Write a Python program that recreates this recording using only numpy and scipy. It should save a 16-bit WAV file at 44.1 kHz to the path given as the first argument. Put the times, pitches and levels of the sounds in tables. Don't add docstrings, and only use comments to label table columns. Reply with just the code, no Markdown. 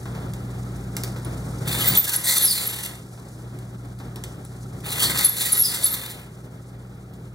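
import sys
import numpy as np
from scipy import signal
from scipy.fft import rfft, irfft, next_fast_len
from scipy.io import wavfile
from scipy.ndimage import uniform_filter1d

SR = 44100
rng = np.random.default_rng(int(sys.argv[2]) if len(sys.argv) > 2 else 0)


def output_pcm(signal):
    pcm = np.clip(np.atleast_2d(signal).T, -1, 1) * 32767
    wavfile.write(sys.argv[1], SR, np.round(pcm).astype(np.int16))


N = 323880
TIME = np.arange(N) / SR
SIZE = next_fast_len(N + SR)
FREQS = np.maximum(np.arange(SIZE // 2 + 1) * SR / SIZE, 1)

# touch, stall, second push and lift in seconds,
# then first push, second push and level at the lift in dB before the layer gains.
STROKES = [(1.638, 1.978, 2.236, 2.723, -31, -26.5, -36), (4.824, 5.268, 5.39, 5.992, -35, -30, -41)]
# start in seconds, length in seconds, scrape in dB before the layer gain,
# frequency in Hz of the blade modes it wakes, their level in dB before the layer gain.
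BITES = [(1.676, 0.0232, -24, 3930, -43), (1.725, 0.019, -26.5, 4300, -30),
         (1.806, 0.031, -32.5, 3100, -24), (1.841, 0.059, -23, 1980, -31.5), (1.901, 0.038, -33, 4470, -30),
         (1.95, 0.028, -21.5, 3390, -24.5), (2.041, 0.019, -20.5, 3000, -39),
         (2.068, 0.044, -22.5, 1650, -37), (2.116, 0.053, -20, 1580, -36), (2.239, 0.021, -23, 8600, -26),
         (2.276, 0.03, -26, 4060, -24), (2.263, 0.1, -26, 1975, -30.5), (2.307, 0.037, -21, 7800, -25),
         (2.352, 0.041, -18.5, 4340, -28), (2.412, 0.033, -29.5, 1970, -38),
         (2.787, 0.028, -38.5, 3900, -49.5), (2.828, .016, -24.5, 1930, -48),
         (2.846, 0.022, -24.5, 4300, -50), (4.844, 0.019, -42, 3660, -42), (4.888, 0.057, -30, 4140, -37),
         (4.994, 0.087, -21.5, 3200, -26), (5.009, 0.041, -25.5, 1250, -32),
         (5.035, 0.045, -31, 4400, -22.5), (5.09, .04, -33.5, 2100, -34), (5.177, 0.02, -18.5, 4000, -33.5),
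         (5.202, 0.039, -21.5, 1980, -33.5), (5.234, .024, -15.5, 4100, -39.5),
         (5.366, 0.041, -25, 4250, -41.5), (5.394, 0.032, -22, 4100, -36.5),
         (5.453, 0.034, -23.5, 1930, -33), (5.555, 0.048, -46, 1950, -39.5),
         (5.683, 0.019, -34.5, 1870, -46.5), (5.739, .028, -23.5, 1230, -39),
         (5.812, 0.089, -26.5, 4200, -49), (5.934, 0.025, -22, 1930, -43), (6.054, 0.013, -33.5, 3770, -57),
         (6.094, 0.035, -30, 1940, -47)]
# time in seconds, pitch in Hz, level in dB before response and layer gain, line width of the fundamental in Hz.
SKIDS = [
    [(2.395, 5790, -33, 300), (2.452, 5590, -19.5, 200), (2.472, 5390, -15.5, 350), (2.482, 4930, -22, 302),
     (2.51, 4850, -20.5, 200), (2.519, 4400, -19, 400), (2.542, 4450, -33, 400), (2.556, 4220, -50, 400),
     (2.577, 4120, -26.5, 80), (2.605, 4020, -44, 200)],
    [(5.563, 5680, -37, 270), (5.583, 5660, -20.5, 110), (5.628, 5650, -20.5, 130),
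     (5.64, 5050, -23.5, 110), (5.655, 4990, -19.5, 23), (5.68, 5020, -23.5, 40), (5.69, 4540, -30, 460),
     (5.725, 4400, -37.5, 600)],
]
# start in seconds, drop in seconds, motor hum in dB, rumble in dB before its climb.
HIGH_SPELLS = [(-.08, 1.965, -33.5, -35.5), (3.3, 5.22, -38.5, -40.5), (6.55, 8.4, -42, -43.5)]
# frequency in Hz, width in Hz, level in dB above the broad spectrum.
FRAME_MODES = [(157, 7.5, 4.3), (274.3, 5.7, 4), (363, 6.3, 2.75), (774, 89, 4)]
AIR_DB, TOUCH_DB = -58, -40


def from_db(db):
    return 10 ** (np.asarray(db) / 20)


def rms_one(x):
    return x / np.sqrt(np.mean(x ** 2) + 1e-20)


def in_time(rows):
    seconds, *columns = np.transpose(rows)
    return [np.interp(TIME, seconds, column) for column in columns]


def at_hz(points):
    hz, value = np.transpose(points)
    return np.interp(np.log(FREQS), np.log(hz), value)


def filtered(x, response):
    return irfft(rfft(x, SIZE) * response, SIZE)[..., :N]


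def coloured(x, spectrum):
    return rms_one(filtered(x, from_db(at_hz(spectrum))))


def drift(rate):
    return np.interp(TIME * rate, np.arange(N // 8), rng.standard_normal(N // 8)) * np.sqrt(3 / 2)


def diffuse(pair):
    # frequency in Hz, left-right likeness of diffuse sound (0-1).
    likeness = [(150, .999), (400, .87), (800, .55), (1800, .2), (2500, .96), (2600, .9999), (2980, .9999),
                (3100, .95), (3600, .6), (5000, .6), (6100, .9), (7400, .6), (8700, .95), (12000, .75),
                (15000, .5)]
    alike = at_hz(likeness)
    mid, side = filtered(pair, np.sqrt([(1 + alike) / 2, (1 - alike) / 2]))
    return np.array([mid + side, mid - side])


def dense_modes(t60):
    fade = from_db(-60 * np.minimum(TIME / t60, 3))
    tail = diffuse(rng.standard_normal((2, N)) * fade)[:, :SR]
    return rfft(tail / np.sqrt(np.sum(tail ** 2) / 2), SIZE)


def resonant(x, modes):
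    return filtered(x, 1 + sum((from_db(db) - 1) / (1 + 2j * (FREQS - hz) / width) for hz, width, db in modes))


def climb():
    rise_s, drop_s = 0.76, 0.037
    return sum(np.interp(TIME - drop, [-rise_s, 0, drop_s], [0, 1, 0]) for _, drop, _, _ in HIGH_SPELLS)


def drive_levels():
    low_hum_db, low_rumble_db, climb_db = -44, -42.5, 4.5
    rise_s, drop_s = 0.16, 0.037
    rumble = low_rumble_db + climb_db * climb()
    hum = low_hum_db
    for start, drop, hum_db, rumble_db in HIGH_SPELLS:
        high = np.interp(TIME, [start, start + rise_s, drop, drop + drop_s], [0, 1, 1, 0])
        rumble = rumble + high * (rumble_db - low_rumble_db)
        hum = hum + high * (hum_db - low_hum_db)
    return rumble, hum


def background_level():
    start_db, sink_db_per_s = -53, 1.33
    swell_db, half_width_s = 15, 0.54
    swelling = sum(np.exp(-((TIME - (touch + lift) / 2) / half_width_s) ** 2 / 2)
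                   for touch, _, _, lift, *_ in STROKES)
    return start_db - sink_db_per_s * TIME + swell_db * swelling


def pulley(ring_hz=1330, width_hz=85, turns_per_s=15.0, throb_db=11.5):
    throb = from_db(throb_db * np.cos(2 * np.pi * turns_per_s * TIME + drift(1.9)))
    rubbing = diffuse(rng.standard_normal((2, N))) * throb
    return rms_one(filtered(rubbing, 1 / (1 + 1j * (FREQS - ring_hz) / width_hz) ** 2))


def machine(boom_db=-4, boom_hz=80, pulley_db=-20, hiss_db=-1.5, waver_db=0.45, rattle_db=1.5, flutter_db=2.5):
    # frequency in Hz, level in dB relative to the motor hum.
    shaft_tones = [(58.5, -8.5), (119.9, 0.5), (239.9, -23.5)]
    belt_levels = [-14, -8.5, -28.5, -20]
    belt_hz = 94.55
    # frequency in Hz, relative density in dB.
    rumble_colour = [(25, -64), (38, -14), (52, -1.5), (100, -4), (155, 0), (230, -6.5), (400, -9),
                     (620, -15.5), (1000, -20.5), (1350, -20.5), (2200, -28.5), (3500, -31.5)]
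    hiss_colour = [(1500, -6), (2600, -83), (3700, -3), (7000, 1.5), (11000, -2.5), (15500, -14.5)]

    drive_db, motor_db = drive_levels()
    hum = 0
    for hz, db in shaft_tones + [(k * belt_hz, db) for k, db in enumerate(belt_levels, 1)]:
        gain = from_db(db + waver_db * drift(4.8))
        phase = 2 * np.pi * (hz * TIME + rng.random()) + hz / 2500 * drift(1.3)
        hum = hum + gain * np.sqrt(2) * np.sin(phase)
    shaking = diffuse(rng.standard_normal((2, N))) * from_db(rattle_db * drift(40))
    rumble = coloured(resonant(shaking, FRAME_MODES), rumble_colour + [(7000, -41.5)])
    boom = filtered(rumble, 1 / (1 + (FREQS / boom_hz) ** 6))
    motor = from_db(motor_db) * (hum + from_db(boom_db) * boom)
    drive = from_db(drive_db) * (rumble - boom + from_db(pulley_db) * pulley())
    hiss_level = background_level() + hiss_db + flutter_db * drift(90)
    hiss = coloured(diffuse(rng.standard_normal((2, N))), hiss_colour) * from_db(hiss_level)
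    return motor + drive + hiss


def struck(blows, colour, modes, crack_s, ring_s, ring_db):
    force = np.zeros(N)
    age = TIME[:SR // 5]
    decay = np.exp(-age / crack_s) + from_db(ring_db) * np.exp(-age / ring_s)
    for s, db, *_ in blows:
        on = slice(int(s * SR), int(s * SR) + len(age))
        force[on] += (from_db(db) * decay)[:len(force[on])]
    return resonant(force * coloured(rng.standard_normal(N), colour), modes)


def linkage(click_db=-4.5, knock_db=-1, ping_db=-13, ping_t60_s=0.071):
    # start in seconds, level in dB before the layer gain, frequency in Hz of the lever that pings.
    pawl_blows = [(.336, -33.5, 3730), (.967, -20, 13870), (1.0357, -19, 13400), (1.077, -36, 10500),
                  (1.186, -43, 13000), (1.248, -35.5, 9700), (3.588, -40.5, 4800), (3.989, -45, 3900),
                  (4.1592, -32.5, 3930), (4.2379, -25, 4330), (4.45, -38.5, 10000), (4.804, -43, 7000),
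                  (5.1742, -15, 12500), (7.137, -46, 5420)]
    # start in seconds, level in dB before the layer gain.
    carriage_blows = [(.056, -36), (.15, -38), (.972, -37), (1.039, -37.5), (1.162, -36.5), (1.254, -39),
                      (3.175, -45), (4.0, -39.5), (4.168, -42), (4.241, -45.5), (6.186, -44)]
    # frequency in Hz, relative density in dB.
    click_colour = [(300, -10), (1300, -12.5), (2200, 8), (4000, 6), (7000, 2), (10000, 4), (13500, 2),
                    (16000, -2)]
    knock_colour = [(100, 6.5), (400, 3.5), (800, 2), (1400, 1), (2200, -9.5), (4000, -11), (10000, -23)]
    # frequency in Hz, width in Hz, level in dB above the broad spectrum.
    pawl_modes = [(1380, 90, 3.8), (3700, 63, 2), (5380, 61, 6), (7740, 150, 9), (9900, 76, 2.8)]

    clicks = struck(pawl_blows, click_colour, pawl_modes, crack_s=0.0021, ring_s=0.011, ring_db=-7.0)
    for s, db, hz in pawl_blows:
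        start = int(s * SR)
        age = TIME[:min(SR // 4, N - start)]
        ping = from_db(db + ping_db - 60 * age / ping_t60_s) * np.sin(2 * np.pi * hz * age)
        clicks[start:start + len(age)] += ping
    knocks = struck(carriage_blows, knock_colour, FRAME_MODES, crack_s=0.014, ring_s=0.13, ring_db=-10.0)
    return from_db(click_db) * clicks + from_db(knock_db) * knocks


def beating(size, share, beats_hz):
    poles = signal.butter(2, beats_hz, fs=SR, output="sos")
    real, imaginary = signal.sosfilt(poles, rng.standard_normal((2, size + SR // 10)))[:, -size:]
    return np.sqrt(1 - share) + np.sqrt(share / 2) * (rms_one(real) + 1j * rms_one(imaginary))


def slipping(hz, width_hz, broken=.3, beats_hz=120):
    slips = uniform_filter1d(rng.standard_normal(len(hz)), size=56)
    blur = slips * np.sqrt(2 * np.pi * width_hz / SR)
    phase = np.cumsum(2 * np.pi * hz / SR + blur)
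    return rms_one(np.real(np.exp(1j * phase) * beating(len(hz), broken, beats_hz)))


def groan(mode_hz=153, width_hz=5, level_db=-41.5):
    drone = slipping(np.full(N, float(mode_hz)), width_hz, broken=0)
    return from_db(level_db) * np.sqrt(climb()) * drone


def swell(start, length, rise):
    moments = start + length * np.array([0, rise, (1 + rise) / 2, 1])
    return np.interp(TIME, moments, [0.00026, 0.78, 0.38, 0.00043])


def squeals(level_db=-1.2):
    # start in seconds, length in seconds, frequency in Hz, level in dB before the layer gain, line width in Hz.
    locked_modes = [(1.246, .012, 9700, -34.5, 250), (1.767, 0.019, 11050, -30, 100),
                    (1.80, 0.05, 11400, -25, 80), (1.866, 0.05, 15150, -11, 110),
                    (1.968, 0.029, 13700, -4.5, 60), (1.99, 0.023, 13900, -10, 100),
                    (2.12, 0.047, 11340, -23.5, 200), (2.156, 0.022, 11300, -14.5, 120),
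                    (2.375, 0.021, 10960, -15, 70), (2.37, .016, 13100, -19, 400),
                    (2.664, .02, 11320, -14.5, 220), (4.446, 0.012, 9800, -42.5, 250),
                    (5.242, 0.028, 13400, -15, 500), (5.243, 0.0287, 11030, -5.5, 60),
                    (5.284, 0.028, 11400, -15.5, 130), (5.519, 0.033, 10940, -9.5, 140),
                    (5.514, 0.025, 13100, -19, 400), (5.835, 0.032, 10970, -9.5, 140),
                    (5.845, 0.052, 11570, -16, 300), (5.908, 0.052, 13260, -19.5, 220)]
    out = np.zeros(N)
    for s, length, hz, db, width_hz in locked_modes:
        on = slice(int(s * SR), int((s + length) * SR))
        tone = slipping(np.full_like(TIME[on], hz), width_hz)
        out[on] += from_db(db + level_db) * swell(s, length, rise=0.298)[on] * tone
    return out


def pressure(touch, stall, push, lift, first_db, second_db, end_db):
    set_down_s, build_s, let_go_s, grip_s, lift_off_s = 0.04, 0.1, 0.019, 0.028, 0.31
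    stall_db = -42
    level, = in_time([(touch, AIR_DB), (touch + set_down_s, TOUCH_DB),
                      (touch + set_down_s + build_s, first_db), (stall, first_db),
                      (stall + let_go_s, stall_db), (push, stall_db),
                      (push + grip_s, second_db), (lift, end_db), (lift + lift_off_s, AIR_DB)])
    return level


def blade_ring(edge_db):
    ring_db, climb_db = -43, 6.5
    follows = 0.4
    damping_db, half_width_s = -8.5, 0.032
    skidding = sum(np.exp(-((TIME - np.mean([row[0] for row in skid])) / half_width_s) ** 2 / 2) for skid in SKIDS)
    return ring_db + follows * (edge_db - TOUCH_DB) + climb_db * climb() + damping_db * skidding


def bite(start, length, attack_s=0.0014):
    moments = [0, min(attack_s, length / 2), length * 0.73, length]
    return np.interp(TIME - start, moments, [0.00023, 1.0, 1.0, 0.000179])


def grains(per_s, spread_db):
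    sizes = from_db(spread_db * np.minimum(rng.exponential(1, N), 4)) * rng.choice([-1, 1], N)
    return rms_one(sizes * (rng.random(N) < per_s / SR))


def wandering(x, modes, wander_db=3.0, shifts_per_s=11):
    return x + sum((resonant(x, [mode]) - x) * from_db(wander_db * drift(shifts_per_s)) for mode in modes)


def rasp(edge_db=6.5, blade_db=13.0, bite_db=-5.5, jolt_db=-9, chatter_db=2.0, chatter_rate=190, split_hz=3300):
    # frequency in Hz, width in Hz, level in dB above the broad spectrum.
    blade_modes = [(1258, 62, 7.5), (1964, 94, 4.5), (4420, 230, 4), (5900, 260, -1), (7700, 150, 1)]
    # frequency in Hz, relative density in dB.
    chip_colour = [(150, -2), (500, -6), (900, -3.5), (1250, -7), (1550, -3.5), (2000, -3.5), (2550, 0),
                   (3200, 0.5), (3700, 3), (4400, -3), (5200, -6), (6500, -4.5), (8000, -1), (11300, 0),
                   (15500, -3)]

    edge, blade = np.zeros(N), np.zeros(N)
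    for stroke in STROKES:
        edge_level = pressure(*stroke)
        touching = 1 - from_db(AIR_DB - edge_level)
        edge += touching * from_db(edge_level + edge_db)
        blade += touching * from_db(blade_ring(edge_level) + blade_db)
    catches = sum(from_db(db) * bite(s, length) for s, length, db, _, _ in BITES)
    edge = edge + from_db(bite_db) * catches
    blade = np.hypot(blade, from_db(jolt_db) * catches)
    contacts = grains(per_s=8500, spread_db=3.0) * from_db(chatter_db * drift(chatter_rate))
    chips = coloured(wandering(contacts, blade_modes), [(40, -49.0)] + chip_colour)
    low = filtered(chips, 1 / (1 + (FREQS / split_hz) ** 6))
    return blade * low + edge * (chips - low)


def saw_plate(x, shifts_per_s=7.0, count=5, t60_s=0.068, plate_db=-7.5):
    plate, out = from_db(plate_db), x
    for k in range(count):
        distance = np.abs((TIME * shifts_per_s - k) % count - count / 2)
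        share = np.sqrt(np.maximum(1 - distance, 0))
        out = out + plate * filtered(x * share, dense_modes(t60_s))
    return out / np.hypot(1, plate)


def woken_modes(level_db=-3.0, width_share=0.092):
    out = np.zeros(N)
    for s, length, _, hz, db in BITES:
        on = slice(int(s * SR), int((s + length) * SR))
        band = [hz * (1 - width_share / 2), hz * (1 + width_share / 2)]
        cluster = signal.butter(2, band, "band", fs=SR, output="sos")
        ring = signal.sosfilt(cluster, rng.standard_normal(SR // 4))[-len(TIME[on]):]
        out[on] += from_db(db + level_db) * bite(s, length)[on] * rms_one(ring)
    return out


def skids(level_db=-0.8, count=3, spread_hz=70):
    # frequency in Hz, gain in dB.
    tooth_response = [(4100, -0.5), (5000, -3), (5550, -20), (8300, -11), (9600, -2.5), (10400, -10.5),
                      (11250, 6), (12100, -6.5), (13500, -9.5), (15100, -11), (16500, -23.5)]
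    out = np.zeros(N)
    for skid in SKIDS:
        on = slice(int(skid[0][0] * SR), int(skid[-1][0] * SR))
        hz, db, width_hz = (column[on] for column in in_time(skid))
        for k in range(1, count + 1):
            response_db = np.interp(k * hz, *np.transpose(tooth_response))
            blurred_hz = width_hz + spread_hz * (k - 1)
            out[on] += from_db(db + response_db + level_db) * slipping(k * hz, blurred_hz, broken=0.53)
    return out


def workshop(x, t60_s=0.4, room_db=-5, air_hz=13000):
    air = 1 / np.sqrt(1 + (FREQS / air_hz) ** 6)
    return filtered(x, 1 + from_db(room_db) * dense_modes(t60_s) * air)


def scene():
    near = saw_plate(rasp()) + woken_modes() + squeals() + skids() + linkage()
    return workshop(near) + machine() + groan()


def record(dry, low_cut_hz=42, cutoff_hz=15800):
    # frequency in Hz, phase in radians by which left leads.
    port_phase = [(400, 0), (900, 1.2), (1400, 1.1), (2000, -1), (2450, -2.75), (2600, -3.13),
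                  (2980, -3.15), (3130, -3.52), (3300, -4.3), (4000, -5.8), (5300, -5.7), (6100, -6.2),
                  (7400, -5.1), (8500, -6.3), (11000, -6.8), (15000, -7.1)]
    # frequency in Hz, left minus right in dB.
    port_balance = [(220, 0), (900, 2.4), (1600, 2.2), (1900, -3), (2500, 0), (4000, 0)]
    sides = np.array([[1], [-1]])
    ports = from_db(at_hz(port_balance) / 2 * sides) * np.exp(.5j * at_hz(port_phase) * sides)
    low_cut = 1 / np.sqrt(1 + (low_cut_hz / FREQS) ** 10)
    high_cut = 1 / np.sqrt(1 + (FREQS / cutoff_hz) ** 240)
    return filtered(dry, ports * low_cut * high_cut)


dry = scene()
out = record(dry)
output_pcm(out)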